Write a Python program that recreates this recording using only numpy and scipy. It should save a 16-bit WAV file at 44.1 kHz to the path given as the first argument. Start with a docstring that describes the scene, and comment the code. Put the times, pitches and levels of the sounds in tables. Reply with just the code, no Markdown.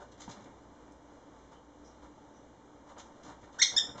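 """A small, quiet room, where two prairie dogs tussle on a cushion. One drops onto its feet with a soft
thump; after a pause paws scuff and claws scratch over cloth in grainy bursts of noise. The scuffle
ends in two sharp yips, whistle-like voices that arch in pitch and ring off the walls. Room air and a
faint mains hum lie underneath, and a few narrow notches colour the treble."""
import sys
import numpy as np
from scipy import signal
from scipy.fft import rfft, irfft, next_fast_len
from scipy.io import wavfile
from scipy.ndimage import map_coordinates

SR = 44100
rng = np.random.default_rng(int(sys.argv[2]) if len(sys.argv) > 2 else 0)


def waveform_to_disk(signal):
    """Save audio, clipped to [-1, 1], as 16-bit WAV at the path in sys.argv[1]."""
    frames = np.transpose(np.atleast_2d(signal))
    scaled = np.clip(frames, -1, 1) * 32767
    samples = np.round(scaled).astype(np.int16)
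    wavfile.write(sys.argv[1], SR, samples)


N = 176400
TIME = np.arange(N) / SR


def amp(db):
    """Decibels to gain."""
    return 10 ** (np.asarray(db) / 20)


def unit(x):
    """x at rms 1."""
    return x / np.sqrt(np.mean(x ** 2) + 1e-20)


def along(points, hz):
    """Read a curve of (frequency, value) points on a log frequency axis."""
    freqs, values = np.transpose(points)
    return np.interp(np.log(hz + 1), np.log(freqs + 1), values)


def wobble(rate_hz):
    """A smooth random modulator."""
    knots = rng.standard_normal(int(N * rate_hz / SR) + 4)
    return map_coordinates(knots, [TIME * rate_hz])


def filtered(x, response):
    """x through a complex frequency response."""
    size = next_fast_len(N + SR // 2)
    return irfft(rfft(x, size) * response(np.fft.rfftfreq(size, 1 / SR)), size)[:N]


def noise(colour, grain_db=0):
    """Coloured noise of rms 1; more grain_db makes it grittier."""
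    grains = rng.standard_normal(N) * amp(grain_db * rng.standard_normal(N))
    return unit(filtered(grains, lambda hz: amp(along(colour, hz))))


def band(centre, half_width):
    """Noise of rms 1 in one resonance."""
    return unit(filtered(rng.standard_normal(N), lambda hz: 1 / (1 + ((hz - centre) / half_width) ** 2)))


def stroke(start, length, attack_s, t60):
    """An envelope that ramps up and, length seconds after its start, dies away."""
    t = TIME - start
    return np.clip(t / attack_s, 0, 1) * amp(-60 * np.maximum(t - length, 0) / t60)


# Mains hum (frequency [Hz], level [dB])
HUM = [(59.2, -69), (118.4, -75.5)]
# Narrow drones in the air (centre [Hz], half-width [Hz], level [dB])
DRONES = [(295.5, 9, -64), (508, 45, -75.5), (884, 39, -70)]
# Dark tone of the air (frequency [Hz], level [dB])
AIR = [(20, -8), (35, -17), (55, 2.5), (90, -6.5), (150, -6), (270, -1), (400, -5.5), (520, -2.5),
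       (700, -7), (900, -6), (1150, -10.5), (1600, -16.5), (2200, -22), (3200, -23.5), (5000, -27.5),
       (6200, -24.5), (7500, -28), (8600, -52)]
def room_tone():
    """The bed: wavering mains hum, a few drones and gently drifting air."""
    hum = 0
    for hz, db in HUM:
        level = amp(db + 2.1 * wobble(4.91)) * np.sqrt(2)
        hum += level * np.sin(2 * np.pi * hz * TIME + .5 * wobble(6.05))
    drones = sum(amp(db) * band(hz, width) for hz, width, db in DRONES)
    air = amp(-57.5 + 1.13 * wobble(7.17)) * noise(AIR)
    return hum + drones + air


# Hiss cues (time [s], length [s], centre [Hz], half-width [Hz], level [dB])
HISSES = [(1.535, .035, 3010, 89.5, -74), (1.84, 0.034, 5600, 483, -63), (2.334, 0.038, 5950, 260, -71.5)]
def hisses():
    """Faint wisps of high noise while the animals wait."""
    return sum(amp(db) * stroke(start, length, attack_s=.012, t60=.17) * band(hz, width)
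               for start, length, hz, width, db in HISSES)


def tick():
    """One faint, dry tick, like a claw touching the cage."""
    return amp(-61) * stroke(start=.92, length=0, attack_s=.001, t60=.025) * band(6000, 1700)


# Claw strokes (time [s], length [s], level [dB])
SCRATCHES = [(0.0, 0.038, -65.5), (0.111, 0.016, -63.5), (0.176, 0.034, -59), (0.206, 0.037, -54.5),
             (0.286, 0.037, -53.5), (.335, 0.034, -69), (0.397, 0.026, -66), (0.438, 0.014, -66),
             (1.51, 0.028, -69), (2.02, 0.027, -68), (2.872, 0.05, -67), (2.978, 0.024, -52.5),
             (3.037, 0.026, -69.5), (3.23, 0.034, -59), (3.275, 0.026, -60), (3.41, 0.037, -66),
             (3.522, 0.042, -64), (3.971, .03, -54.5)]
# Bright tone of claws on cloth (frequency [Hz], level [dB])
CLAW = [(500, -22), (1500, 2), (2300, -2), (3600, 2.5), (5000, 1), (6300, 3), (7400, -1.5), (8600, -32)]
def scratches():
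    """Claws catch on threads in quick, uneven grains."""
    level = sum(amp(db) * stroke(start, length, attack_s=.0055, t60=.077)
                for start, length, db in SCRATCHES)
    return level * noise(CLAW, grain_db=5) * amp(2.8 * wobble(150) - 2)


# Paw and body rubs (time [s], length [s], level [dB])
SCUFFS = [(-.01, 0.037, -51), (0.179, 0.066, -58.5), (.278, .028, -54), (0.32, 0.068, -57.5),
          (.44, 0.073, -70), (1.509, 0.048, -59.5), (2.015, 0.044, -56.5), (2.861, 0.057, -55),
          (2.959, 0.046, -53), (3.05, 0.18, -65.5), (3.217, 0.029, -59.5), (3.236, .04, -55.5),
          (3.278, .048, -50), (3.434, 0.062, -60.5), (3.538, 0.041, -54), (3.574, 0.028, -57),
          (3.713, 0.058, -48), (3.794, 0.055, -52), (3.863, 0.037, -51), (3.945, 0.027, -49),
          (3.976, .03, -46.5)]
# Muffled tone of cloth (frequency [Hz], level [dB])
CLOTH = [(100, -8.5), (300, -3), (600, -0.5), (950, 0.5), (1400, -4), (2200, -16), (4000, -19.5),
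         (8000, -34.5)]
def scuffs():
    """Paws and fur rub the cushion with a dull rustle."""
    level = sum(amp(db) * stroke(start, length, attack_s=.01, t60=.059) for start, length, db in SCUFFS)
    return level * noise(CLOTH, grain_db=7) * amp(1.86 * wobble(90) - 1.5)


# Footfalls (time [s], level [dB])
THUMPS = [(0.29, -48.5), (.33, -55), (0.37, -54.5), (0.406, -55), (0.456, -50.5), (.487, -61),
          (0.874, -54.5), (3.284, -58), (3.429, -51.5), (3.61, -58), (3.725, -52.5), (3.758, -56),
          (3.835, -52), (3.889, -53.5), (3.955, -55.5)]
# Bassy tone of the padding (frequency [Hz], level [dB])
CUSHION = [(30, -27), (90, -2), (170, -2.5), (280, -2.5), (450, -10), (1000, -16.5), (2500, -24),
           (8000, -59)]
def thumps():
    """Feet land on padding: a low puff without ring."""
    level = sum(amp(db) * stroke(start, .012, attack_s=.0015, t60=.086) for start, db in THUMPS)
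    return level * noise(CUSHION)


def landing(start=.278, push_hz=217):
    """The full weight drops on the cushion: one low, quickly damped push and a slap of cloth."""
    push = np.sin(2 * np.pi * push_hz * (TIME - start)) * stroke(start, 0, attack_s=.0014, t60=.045)
    slap = amp(-10.5) * noise(CLOTH) * stroke(start, .0025, attack_s=.00073, t60=.025)
    return amp(-36) * (push + slap)


# Voice contours: a lead-in that runs into the first yip, then the second yip
# (time [s], pitch [Hz], partial 1 [dB], partial 2 [dB], partial 3 [dB], roughness [0-1])
LEAD_IN = [(3.586, 1385, -54, -65, -67, 0.79), (3.591, 1510, -39.5, -59.5, -51, 1),
           (3.595, 1730, -39, -42.5, -47, 0.52), (3.599, 1852, -36.5, -41, -29.5, .25),
           (3.604, 1908, -55, -45.5, -34, .1), (3.610, 1836, -46, -32.5, -45.5, .1),
           (3.615, 1900, -40.5, -45.5, -63, .3)]
FIRST_YIP = [(3.614, 2117, -55.5, -47, -42.5, 0.085), (3.617, 2170, -21, -30, -32, .1),
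             (3.620, 2155, -27.5, -16.5, -21, 0.16), (3.6239, 2057, -24, -32, -23, 0.44),
             (3.627, 1872, -38.5, -19, -18.5, 1), (3.630, 1758, -44, -25, -22, 0.82),
             (3.635, 1630, -56, -32, -38.5, 0.8)]
SECOND_YIP = [(3.7622, 1695, -65, -45, -57, .05), (3.765, 1680, -41, -41, -25, .03),
              (3.7703, 1766, -42.5, -34, -17, .03), (3.774, 1755, -42.5, -22.5, -35, .08),
              (3.778, 1822, -42, -20.5, -24, .12), (3.782, 1842, -36, -24, -19, .2),
              (3.786, 1720, -43, -26.5, -38, .35), (3.791, 1490, -56, -39.5, -52, .45)]
# Upper partials (multiple of the pitch, level against the mean of the lower three [dB])
OVERTONES = [(4, -11.5), (5, -12)]
# How the mouth radiates the upper partials (frequency [Hz], gain [dB])
MOUTH = [(6500, 12), (7400, 3), (7800, -17.5), (8400, -35), (8750, -12.5)]
# Tone of the rasp (frequency [Hz], level [dB])
RASP = [(600, -27.5), (1400, -14.5), (2000, -15), (2500, -33), (3300, -4.5), (4200, -4.5), (5200, 2),
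        (6500, -8.5), (7500, -13), (8400, -25), (9000, -36)]
def yip(contour, upper_db, jitter=.0216, rasp_db=-5.5, shimmer_db=1.5):
    """A whistle-like voice that arches in pitch; roughness shakes the pitch and adds a rasp."""
    times, hz, *levels_db, roughness = np.transpose(contour)
    inside_s = np.minimum(TIME - times[0], times[-1] - TIME)
    gate = np.clip(inside_s / .001 + 1, 0, 1)  # 1 ms fades
    pitch = np.interp(TIME, times, hz)
    rough = np.interp(TIME, times, roughness)
    shaken_pitch = pitch * (1 + jitter * rough * wobble(700))
    phase = 2 * np.pi * np.cumsum(shaken_pitch) / SR
    partials_db = [np.interp(TIME, times, db) for db in levels_db]
    effort_db = np.mean(partials_db, axis=0)
    partials_db += [effort_db + upper_db + db + along(MOUTH, k * pitch) for k, db in OVERTONES]
    voice = sum(amp(db) * np.sin(k * phase + 2 * np.pi * rng.random())
                for k, db in enumerate(partials_db, 1))
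    pulses = 1 + np.cos(phase)  # one puff of rasp per cycle
    rasp = rough * amp(effort_db + rasp_db) * noise(RASP) * pulses
    return gate * np.sqrt(2) * (voice + rasp) * amp(shimmer_db * wobble(500))


# Reverb decay (frequency [Hz], time to fall 60 dB [s])
ROOM_DECAY = [(200, .22), (2000, 0.33), (4000, 0.29), (8000, 0.32)]
def room(x, echoes=14, first_s=.004, last_s=.024, tail_db=-3.5, walls_db=-7):
    """The direct sound, early reflections from near surfaces and a short diffuse tail."""
    hz, t, spectrum = signal.stft(rng.standard_normal(SR // 2), SR, nperseg=256)
    decay = amp(-60 * t / along(ROOM_DECAY, hz)[:, None])
    build_up = np.clip(t / (2 * first_s), 0, 1)
    tail = signal.istft(spectrum * decay * build_up, SR, nperseg=256)[1]
    spread = (np.arange(echoes) + rng.random(echoes)) / echoes
    delays = first_s + (last_s - first_s) * spread ** 2
    signs = rng.choice([-1, 1], echoes)
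    walls = np.bincount((delays * SR).astype(int), signs, len(tail)) / np.sqrt(echoes)
    response = amp(tail_db) * tail / np.linalg.norm(tail) + amp(walls_db) * walls
    return x + signal.fftconvolve(x, response)[:N]


def scene():
    """The mono mix. The animals move between calls, so the room answers each differently."""
    first = yip(LEAD_IN, upper_db=2) + yip(FIRST_YIP, upper_db=-7)
    second = yip(SECOND_YIP, upper_db=1.5)
    calls = room(first) + room(second)
    tussle = room(scratches() + tick() + scuffs() + landing() + thumps() + hisses())
    return (calls + tussle + room_tone())[None]


# Treble notches (centre [Hz], width of one pass [Hz])
NOTCHES = [(2590, 306), (4600, 350), (5435, 150), (7900, 63), (8140, 40)]
def record(dry, top_hz=8900):
    """Two passes of narrow notches in the treble and a steep high cut."""
    def response(hz):
        notches = np.prod([(centre ** 2 - hz ** 2) / (centre ** 2 - hz ** 2 + 1j * hz * width)
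                           for centre, width in NOTCHES], axis=0)
        high_cut = np.clip((top_hz - hz) / 200 + .5, 0, 1)
        return notches ** 2 * high_cut
    return filtered(dry[0], response)[None]


dry = scene()
out = record(dry)
waveform_to_disk(out)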